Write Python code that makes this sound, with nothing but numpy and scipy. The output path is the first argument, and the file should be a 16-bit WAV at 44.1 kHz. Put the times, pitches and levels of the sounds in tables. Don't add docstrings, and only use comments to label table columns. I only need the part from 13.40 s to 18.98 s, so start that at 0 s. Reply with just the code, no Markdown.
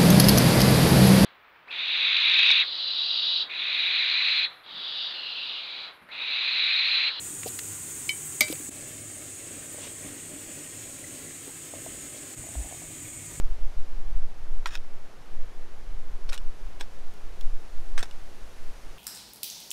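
import sys
import numpy as np
from scipy import signal
from scipy.fft import rfft, irfft
from scipy.io import wavfile
from scipy.ndimage import uniform_filter1d

SR = 44100
rng = np.random.default_rng(int(sys.argv[2]) if len(sys.argv) > 2 else 0)


def wrap_up_sound(samples):
    columns = np.atleast_2d(samples).T
    tamed = np.clip(columns, -1, 1)
    steps = np.round(tamed * 32767).astype(np.int16)
    wavfile.write(sys.argv[1], SR, steps)


def boost_factor(decibels):
    exponent = np.asarray(decibels, float) / 20
    return 10 ** exponent


N = 246078

# f/Hz, width/Hz, level/dB
SLAB = [(1027, 82, 0.5), (1330, 120, 4.5), (2020, 140, -0.5), (3580, 300, -11), (4020, 280, -11),
        (5720, 340, -16), (6830, 290, -14.5), (8060, 140, -34), (12000, 240, -27), (12900, 290, -33),
        (13700, 280, -24)]
WEDGE = [(1500, 140, -1), (2630, 140, 4.5), (3350, 150, -0.5), (3730, 160, 3), (5200, 210, -5.5),
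         (6300, 180, -3.5), (7300, 180, -21), (9850, 440, -25), (12200, 540, -22), (15300, 480, -26)]
SLAB_FACE = [(1250, 77, -1.5), (1590, 88, 6), (2450, 130, 1), (3450, 150, -10), (4500, 77, -21),
             (5530, 120, -8), (6420, 120, -14), (8320, 120, -11), (10000, 140, -26), (13700, 94, -22)]
WEDGE_FACE = [(1290, 60, -2), (1650, 60, 2), (2450, 65, 1), (3740, 71, -1.5), (5220, 70, -10),
              (5300, 60, -12), (6960, 120, -8), (8200, 80, -20), (9600, 52, -28), (11900, 43, -23)]
PLATE_FACE = [(1340, 24, 4), (1580, 75, 0), (1800, 96, -2), (2500, 86, -5), (3340, 90, -5), (5380, 17, -2),
              (6200, 40, -10), (7700, 80, -13), (8400, 90, -11), (13500, 32, -19)]
SHARD = [(1330, 240, -4), (2530, 110, 5), (3980, 280, -4), (6960, 300, -10), (7600, 300, -11),
         (8900, 180, -17), (9900, 170, -11), (11500, 230, -25), (14000, 340, -35)]
SHARD_FOOT = [(1380, 400, 0), (2660, 330, -6), (4820, 200, -16), (6850, 210, -17), (8200, 340, -13),
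              (11800, 580, -23)]
GRAVEL = [(670, 200, -8), (1560, 290, -5), (2370, 160, -1), (3320, 130, 0), (3650, 130, -1),
          (4310, 130, -4), (4750, 160, -6), (5320, 70, 7), (6830, 150, -8), (8130, 160, -7.5),
          (8700, 120, -14), (10200, 150, -15), (13700, 200, -26)]
SHARDS = [(1380, 130, 3), (1970, 130, 2), (3400, 150, 4), (3880, 120, 2), (5400, 170, -3), (6940, 220, -7),
          (7300, 120, -7), (8700, 150, -4), (11200, 550, -11), (12300, 110, -15), (14100, 350, -20)]
PEBBLE = [(1635, 260, -12.5), (2920, 65, 1), (3450, 290, -6.5), (4000, 450, -14), (5250, 270, -19),
          (7680, 90, -13.5), (8720, 150, -21), (14900, 500, -37)]
BLOCK = [(417, 150, -4), (910, 100, 1.5), (1570, 98, 0), (2550, 130, -0.5), (3506, 86, 3.5), (3900, 90, -6),
         (5280, 140, -3), (6450, 110, -5), (7150, 150, -7), (7910, 120, -7.5), (8300, 130, -14),
         (11900, 250, -19), (13700, 200, -29)]
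CHIP = [(3420, 100, 2), (4040, 350, 0), (5430, 160, -4), (6650, 250, -7), (9900, 300, -13),
        (11600, 280, -16), (14800, 900, -17)]
PLATE = [(900, 150, -3), (1170, 90, 2), (1556, 200, 6), (1780, 97, 4), (2140, 100, 2), (3080, 85, -15),
         (3890, 210, -4), (5000, 89, -10), (6130, 800, -4.5), (7960, 260, -7), (8800, 260, -21),
         (10300, 65, -38), (11900, 79, -33), (13500, 78, -34)]
COBBLE = [(620, 300, -9), (800, 300, -6), (960, 200, -4), (1580, 89, -1), (2380, 290, -4), (3750, 240, -6),
          (4530, 200, -16), (5460, 45, -2), (6270, 150, -7), (7320, 110, -7), (8500, 200, -15),
          (9700, 250, -15.5), (11800, 200, -21), (13700, 300, -24)]
SPLINTER = [(3000, 300, -4), (5800, 300, -6), (9600, 150, 0), (11900, 150, 0), (15200, 250, -8)]
FLAKE = [(1620, 160, 0), (2500, 150, -3), (3620, 160, -3), (5320, 150, -7), (6950, 130, -6),
         (8300, 200, -16), (15400, 120, -20)]


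def evened(x):
    return x / np.sqrt(np.mean(x ** 2) + 1e-20)


def read(points, hz):
    f, value = np.transpose(points)
    return np.interp(np.log(hz + 0.045), np.log(f + 0.092), value)


def coloured(x, points):
    gain = boost_factor(read(points, np.fft.rfftfreq(len(x), 1 / SR)))
    return irfft(rfft(x) * gain, len(x))


def add(mix, s, sound):
    part = mix[round(s * SR):][:len(sound)]
    part += sound[:len(part)]


def wash():
    # f/Hz, level/dB per Hz
    valley_colour = [(60, -6), (110, -5), (200, -4.5), (270, -9), (340, -3.5), (480, -5.5), (700, -7.5),
                     (1600, -12.5), (3500, -19), (6300, -22), (8000, -27), (10300, -27.5), (12500, -31),
                     (15600, -39.5)]
    # t/s, level/dB
    swell = [(0, .6), (.9, -2.1), (2.6, -1.7), (4.2, .2), (5.58, 2.6)]
    wash_db = -53.7
    swell_share = [(900, .06), (5000, 0.9), (10000, 1.3)]  # f/Hz, dB per dB of swell
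    frames, hz = N // 256 + 5, np.fft.rfftfreq(1024, 1 / SR)
    real, imaginary, patches = rng.standard_normal((frames, 513, 3)).T
    patches = evened(uniform_filter1d(uniform_filter1d(patches, 10, 0), 12, 1))
    air_db = np.interp(np.arange(frames) * 256 / SR, *np.transpose(swell))
    swell_db = read(swell_share, hz)[:, None] * air_db
    z = (real + 1j * imaginary) * boost_factor(read(valley_colour, hz)[:, None] + 0.4 * patches)
    scale = np.sqrt(np.mean(abs(z) ** 2) * len(hz))
    noise = signal.istft(z * boost_factor(swell_db) / scale, nperseg=1024, noverlap=768)[1][:N]
    return boost_factor(wash_db + 6) * noise


def gusts(points, level_db, span):
    x = coloured(rng.standard_normal(N), points)
    local = uniform_filter1d(uniform_filter1d(x ** 2, span), span)
    return x / np.sqrt(local + 0.25 * local.mean()) * boost_factor(level_db)


def wind():
    # middle t/s, half length/s, push level/dB, small eddies/dB against the push
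    gust_rows = [(.03, .05, -10, -20), (.12, .04, -20, -6), (.25, .05, -14, -14), (.39, .04, -13, -14),
                 (.56, .05, -12, -20), (.76, .1, -13, -14), (1.03, .04, -26, -9), (1.13, .08, -10, -33),
                 (1.33, .1, -15, -27), (1.6, .08, -23, -29), (2.01, .08, -19, -23), (2.2, .05, -21, -35),
                 (2.37, .06, -31, -12), (2.52, .05, -22, -7), (2.63, .05, -14, -25), (2.73, .04, -25, -2),
                 (2.88, .05, -17, -10), (3.05, .06, -10, -29), (3.26, .04, -18, -19), (3.41, .06, -23, -16),
                 (3.64, .08, -23, -27), (3.9, .07, -19, -18), (4.08, .07, -9, -32), (4.38, .1, -16, -25),
                 (4.55, .06, -10, -25), (4.8, .08, -25, -18), (5.03, .05, -38, -5), (5.28, .1, -26, -18),
                 (5.47, .04, -28, -14)]
    # f/Hz, level/dB per Hz
    heave_colour = [(1, -15.5), (2.5, -8), (4.5, 12), (7, 11), (11, -6), (15, -10.5), (19, -9), (30, -78),
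                    (100, -150)]
    buffet_colour = [(12, -54), (18, 1.5), (30, -9.5), (42, -13.5), (60, -42), (300, -130)]
    rumble_colour = [(30, -30), (45, -1.5), (60, -1.5), (90, -10), (150, -21.5), (250, -29.5), (1000, -110)]
    lull_db, lull_eddies_db = -35, -49
    rumble_db, rumble_follows = -54, .55
    pressed_db, pressed_s = -17.5, .04
    t = np.arange(N) / SR
    coarse = t[::64]
    s, half, push_db, eddies_db = np.transpose(gust_rows)[:, :, None]
    shape = np.exp(-((coarse - s) / half) ** 2)
    push = boost_factor(lull_db) + (boost_factor(push_db) * shape).sum(0)
    eddies = boost_factor(lull_eddies_db) + (boost_factor(push_db + eddies_db) * shape).sum(0)
    heave_db = np.interp(t, coarse, 20 * np.log10(push))
    buffet_db = np.interp(t, coarse, 20 * np.log10(eddies))
    heave = gusts(heave_colour, heave_db, span=13001)
    buffet = gusts(buffet_colour, buffet_db, span=4001)
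    rumble = gusts(rumble_colour, rumble_db + rumble_follows * (buffet_db + 40), span=2501)
    lean = np.exp(-(t / pressed_s) ** 2)
    return (1 - lean) * (heave + buffet) + rumble + boost_factor(pressed_db) * lean


def thuds():
    # t/s, level/dB
    landings = [(1.259, -49), (2.892, -47), (2.925, -47), (4.579, -52), (4.628, -50)]
    # f/Hz, level/dB per Hz
    puff_colour = [(120, -30), (220, -2), (450, 0), (900, -5), (1600, -30)]
    puff_s = .011
    out, age = np.zeros(N), np.arange(4096) / SR / puff_s
    for s, db in landings:
        puff = evened(coloured(rng.standard_normal(len(age)), puff_colour))
        add(out, s, boost_factor(db) * puff * np.minimum(8 * age, 1) * np.exp(-age))
    return out


def scattered(x):
    # f/Hz, level/dB
    haze_colour = [(500, -6), (2000, 0), (8000, 1), (15000, 3)]
    haze_db, t60_s = -13, .04
    t = np.arange(3000) / SR
    haze = coloured(rng.standard_normal(len(t)), haze_colour)
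    haze = haze * boost_factor(-60 * t / t60_s) * np.minimum(t / .002, 1)
    return x + boost_factor(haze_db) * signal.oaconvolve(x, haze / np.linalg.norm(haze))[:N]


def stone(modes, treble_db, crack_db, damping):
    # f/Hz, level/dB
    crack_colour = [(250, 7), (900, 7.5), (2500, 8.5), (5000, 5.5), (9000, -15), (13000, -18), (16000, -17)]
    t = np.arange(2048) / SR
    ring = np.zeros(len(t))
    for hz, width, db in modes:
        grow = 1 - np.exp(-hz * t / 0.28)
        decay = np.exp(-np.pi * damping * max(width, 45) * t)
        ring += boost_factor(db) * width * grow * decay * np.sin(2 * np.pi * hz * t)
    click = 1. * (np.arange(len(t)) == 1024)
    crack = np.roll(coloured(click, crack_colour), 12 - 1024) * (t < .002)
    answer = ring / abs(ring).max() + boost_factor(crack_db) * crack / abs(crack).max()
    low_cut = signal.butter(2, 0.65 * modes[0][0], "high", fs=SR, output="sos")
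    answer = signal.sosfilt(low_cut, answer)
    treble = signal.sosfilt(signal.butter(2, 5000, "high", fs=SR, output="sos"), answer)
    return answer + (boost_factor(treble_db) - 1) * treble


def grinds():
    # (start t/s, hardest t/s, end t/s, level/dB)
    slides = [(WEDGE_FACE, (1.262, 1.28, 1.305, -44)), (WEDGE_FACE, (1.305, 1.347, 1.385, -44)),
              (SHARDS, (2.912, 2.945, 2.972, -42)), (BLOCK, (3.396, 3.411, 3.445, -45)),
              (PLATE_FACE, (4.578, 4.582, 4.62, -38)), (PLATE_FACE, (4.61, 4.64, 4.672, -48))]
    from_db, to_db = -10, -18
    out, age = np.zeros(N), np.arange(4400) / SR
    for modes, (start, hardest, end, level_db) in slides:
        grit = rng.standard_normal(len(age)) * boost_factor(1.26 * rng.exponential(1, len(age)))
        grit *= rng.random(len(age)) < 9000 / SR
        load_db = np.interp(start + age, [start, hardest, end], [from_db, 0, to_db])
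        grit *= boost_factor(level_db + load_db) / grit.std() * (start + age < end)
        body = stone(modes, treble_db=2.5, crack_db=10, damping=3)
        add(out, start, signal.oaconvolve(grit, body / np.linalg.norm(body)))
    return out


def knocks(stones):
    out, t = np.zeros(N), np.arange(1500) / SR
    for modes, rows in stones:
        for s, blow_db, chatter_db, chatter_ms, treble_db in rows:
            where, size = rng.random(len(t)), rng.laplace(size=len(t))
            age = t / np.clip(chatter_ms / 1000, .0003, .006)
            contacts = size * (where < 5000 / SR)
            contacts = contacts * np.minimum(3 * age, 1) * np.exp(-age)
            rough = stone(modes, treble_db, crack_db=7, damping=2.3)
            chatter = signal.oaconvolve(contacts, rough)
            add(out, s, boost_factor(blow_db) * stone(modes, treble_db, crack_db=-8, damping=1.1))
            add(out, s, boost_factor(chatter_db) * chatter / abs(chatter).max())
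    return out


def scene():
    # [(t/s, first blow/dB, chatter peak/dB, chatter time/ms, treble over 5 kHz/dB)]
    first_step = [ (SLAB, [(1.2584, -19, -21, 3.7, -6), (1.2605, -24.5, -30, 2.1, -10)]),
                  (SLAB_FACE, [(1.2655, -36, -27, 3, -3), (1.2712, -32, -30, 2.5, 9),
                  (1.289, -42, -36, 1.6, -6)]), (WEDGE_FACE, [(1.306, -46, -39, 4, -9),
                  (1.324, -44, -40, 2.1, -8), (1.341, -45, -36, 1.4, -5)]),
                  (WEDGE, [(1.3533, -22, -25, .94, .6), (1.3595, -36, -37, 2.5, -9),
                  (1.3737, -38, -42, 1.2, -2)])]
    second_step = [ (GRAVEL, [(2.8905, -35, -31, 2.7, -2), (2.8943, -29, -37, 2.1, -5),
                   (2.897, -38, -33, 2.4, 5)]), (SHARD, [(2.9293, -26.5, -30, 1.05, 1.2),
                   (2.9322, -32, -29, .77, 2.1), (2.952, -37, -43, 1.05, 3), (2.962, -40, -42, .85, -8)]),
                   (SHARD_FOOT, [(2.9232, -35, -31, 2.2, -6), (2.9366, -30, -34, 2.2, -3)]),
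                   (SHARDS, [(2.9385, -38, -32, 2.7, 4), (2.944, -33, -38, 2.1, 8)])]
    pole_and_strays = [ (PEBBLE, [(2.9778, -26.5, -39, .77, 6), (4.7116, -35, -46, .6, 4)]),
                       (BLOCK, [(3.398, -46, -45, 2.2, 4), (3.4091, -25.5, -26, 2.1, -2),
                       (3.4165, -42, -38, 1.6, 4)]), (CHIP, [(3.737, -60, -58, 4.5, 6),
                       (4.0105, -35, -41, 1.2, 2.1), (4.0138, -46, -54, 1.05, 0)])]
    last_step = [ (PLATE, [(4.5786, -18, -36, 2.1, -8), (4.581, -24, -27, 1.3, -1),
                 (4.5835, -35, -31, 3.2, 9.5)]), (PLATE_FACE, [(4.5927, -30.5, -30, 1.1, 7.5),
                 (4.600, -39, -38, 1.5, 1.2), (4.606, -32.5, -35, 1.3, 7)]),
                 (COBBLE, [(4.6279, -24.5, -21, 1.4, -5), (4.6325, -30, -29, 2.1, 5),
                 (4.656, -40, -50, 3.4, -4)])]
    settling = [ (FLAKE, [(1.268, -38, -36, 2, 3), (1.276, -38, -36, 2.5, 3), (1.282, -46, -42, 2, 0),
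                (1.3095, -44, -44, 2, -10), (1.313, -42, -42, 1.5, 3), (1.322, -46, -44, 2, 6),
                (1.331, -44, -42, 2, 3), (1.337, -42, -40, 2, 0), (1.347, -40, -40, 2, -3)]),
                (GRAVEL, [(2.901, -42, -38, 2, 4), (2.907, -48, -44, 3, -3), (2.9475, -42, -40, 1.5, 3),
                (2.9555, -46, -42, 1.5, 3), (2.981, -44, -42, 2, 0)]), (GRAVEL, [(3.403, -46, -42, 2, -4),
                (3.4125, -40, -38, 2.5, 3), (3.420, -46, -42, 2.5, 0), (3.434, -50, -46, 2.5, -4)]),
                (SPLINTER, [(3.399, -50, -50, 1.5, 0), (3.7375, -50, -52, 2.5, 0),
                (4.008, -52, -52, 1.2, 0)]), (FLAKE, [(4.0135, -44, -52, 1, -10), (4.587, -42, -38, 1.5, 3),
                (4.590, -42, -40, 1.2, 3), (4.6035, -44, -42, 1.2, 0), (4.618, -46, -44, 2, 2)]),
                (COBBLE, [(4.6355, -38, -36, 2, 2), (4.640, -46, -43, 3, 0)])]
    steps = knocks(first_step + second_step + pole_and_strays + last_step) + grinds()
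    air = wind() + wash() + thuds()
    return (air + scattered(steps + knocks(settling)))[None]


def top_cut(x):
    return signal.sosfilt(signal.butter(12, 15750, fs=SR, output="sos"), x)


def record(dry):
    edge_hz = 15750
    held = np.pad(dry, ((0, 0), (255, 255)), "edge")
    low_pass = signal.firwin(511, edge_hz, window=("kaiser", 9), fs=SR)
    limited = signal.oaconvolve(held, low_pass[None], "valid")
    return top_cut(limited)


dry = scene()
out = record(dry)
wrap_up_sound(out)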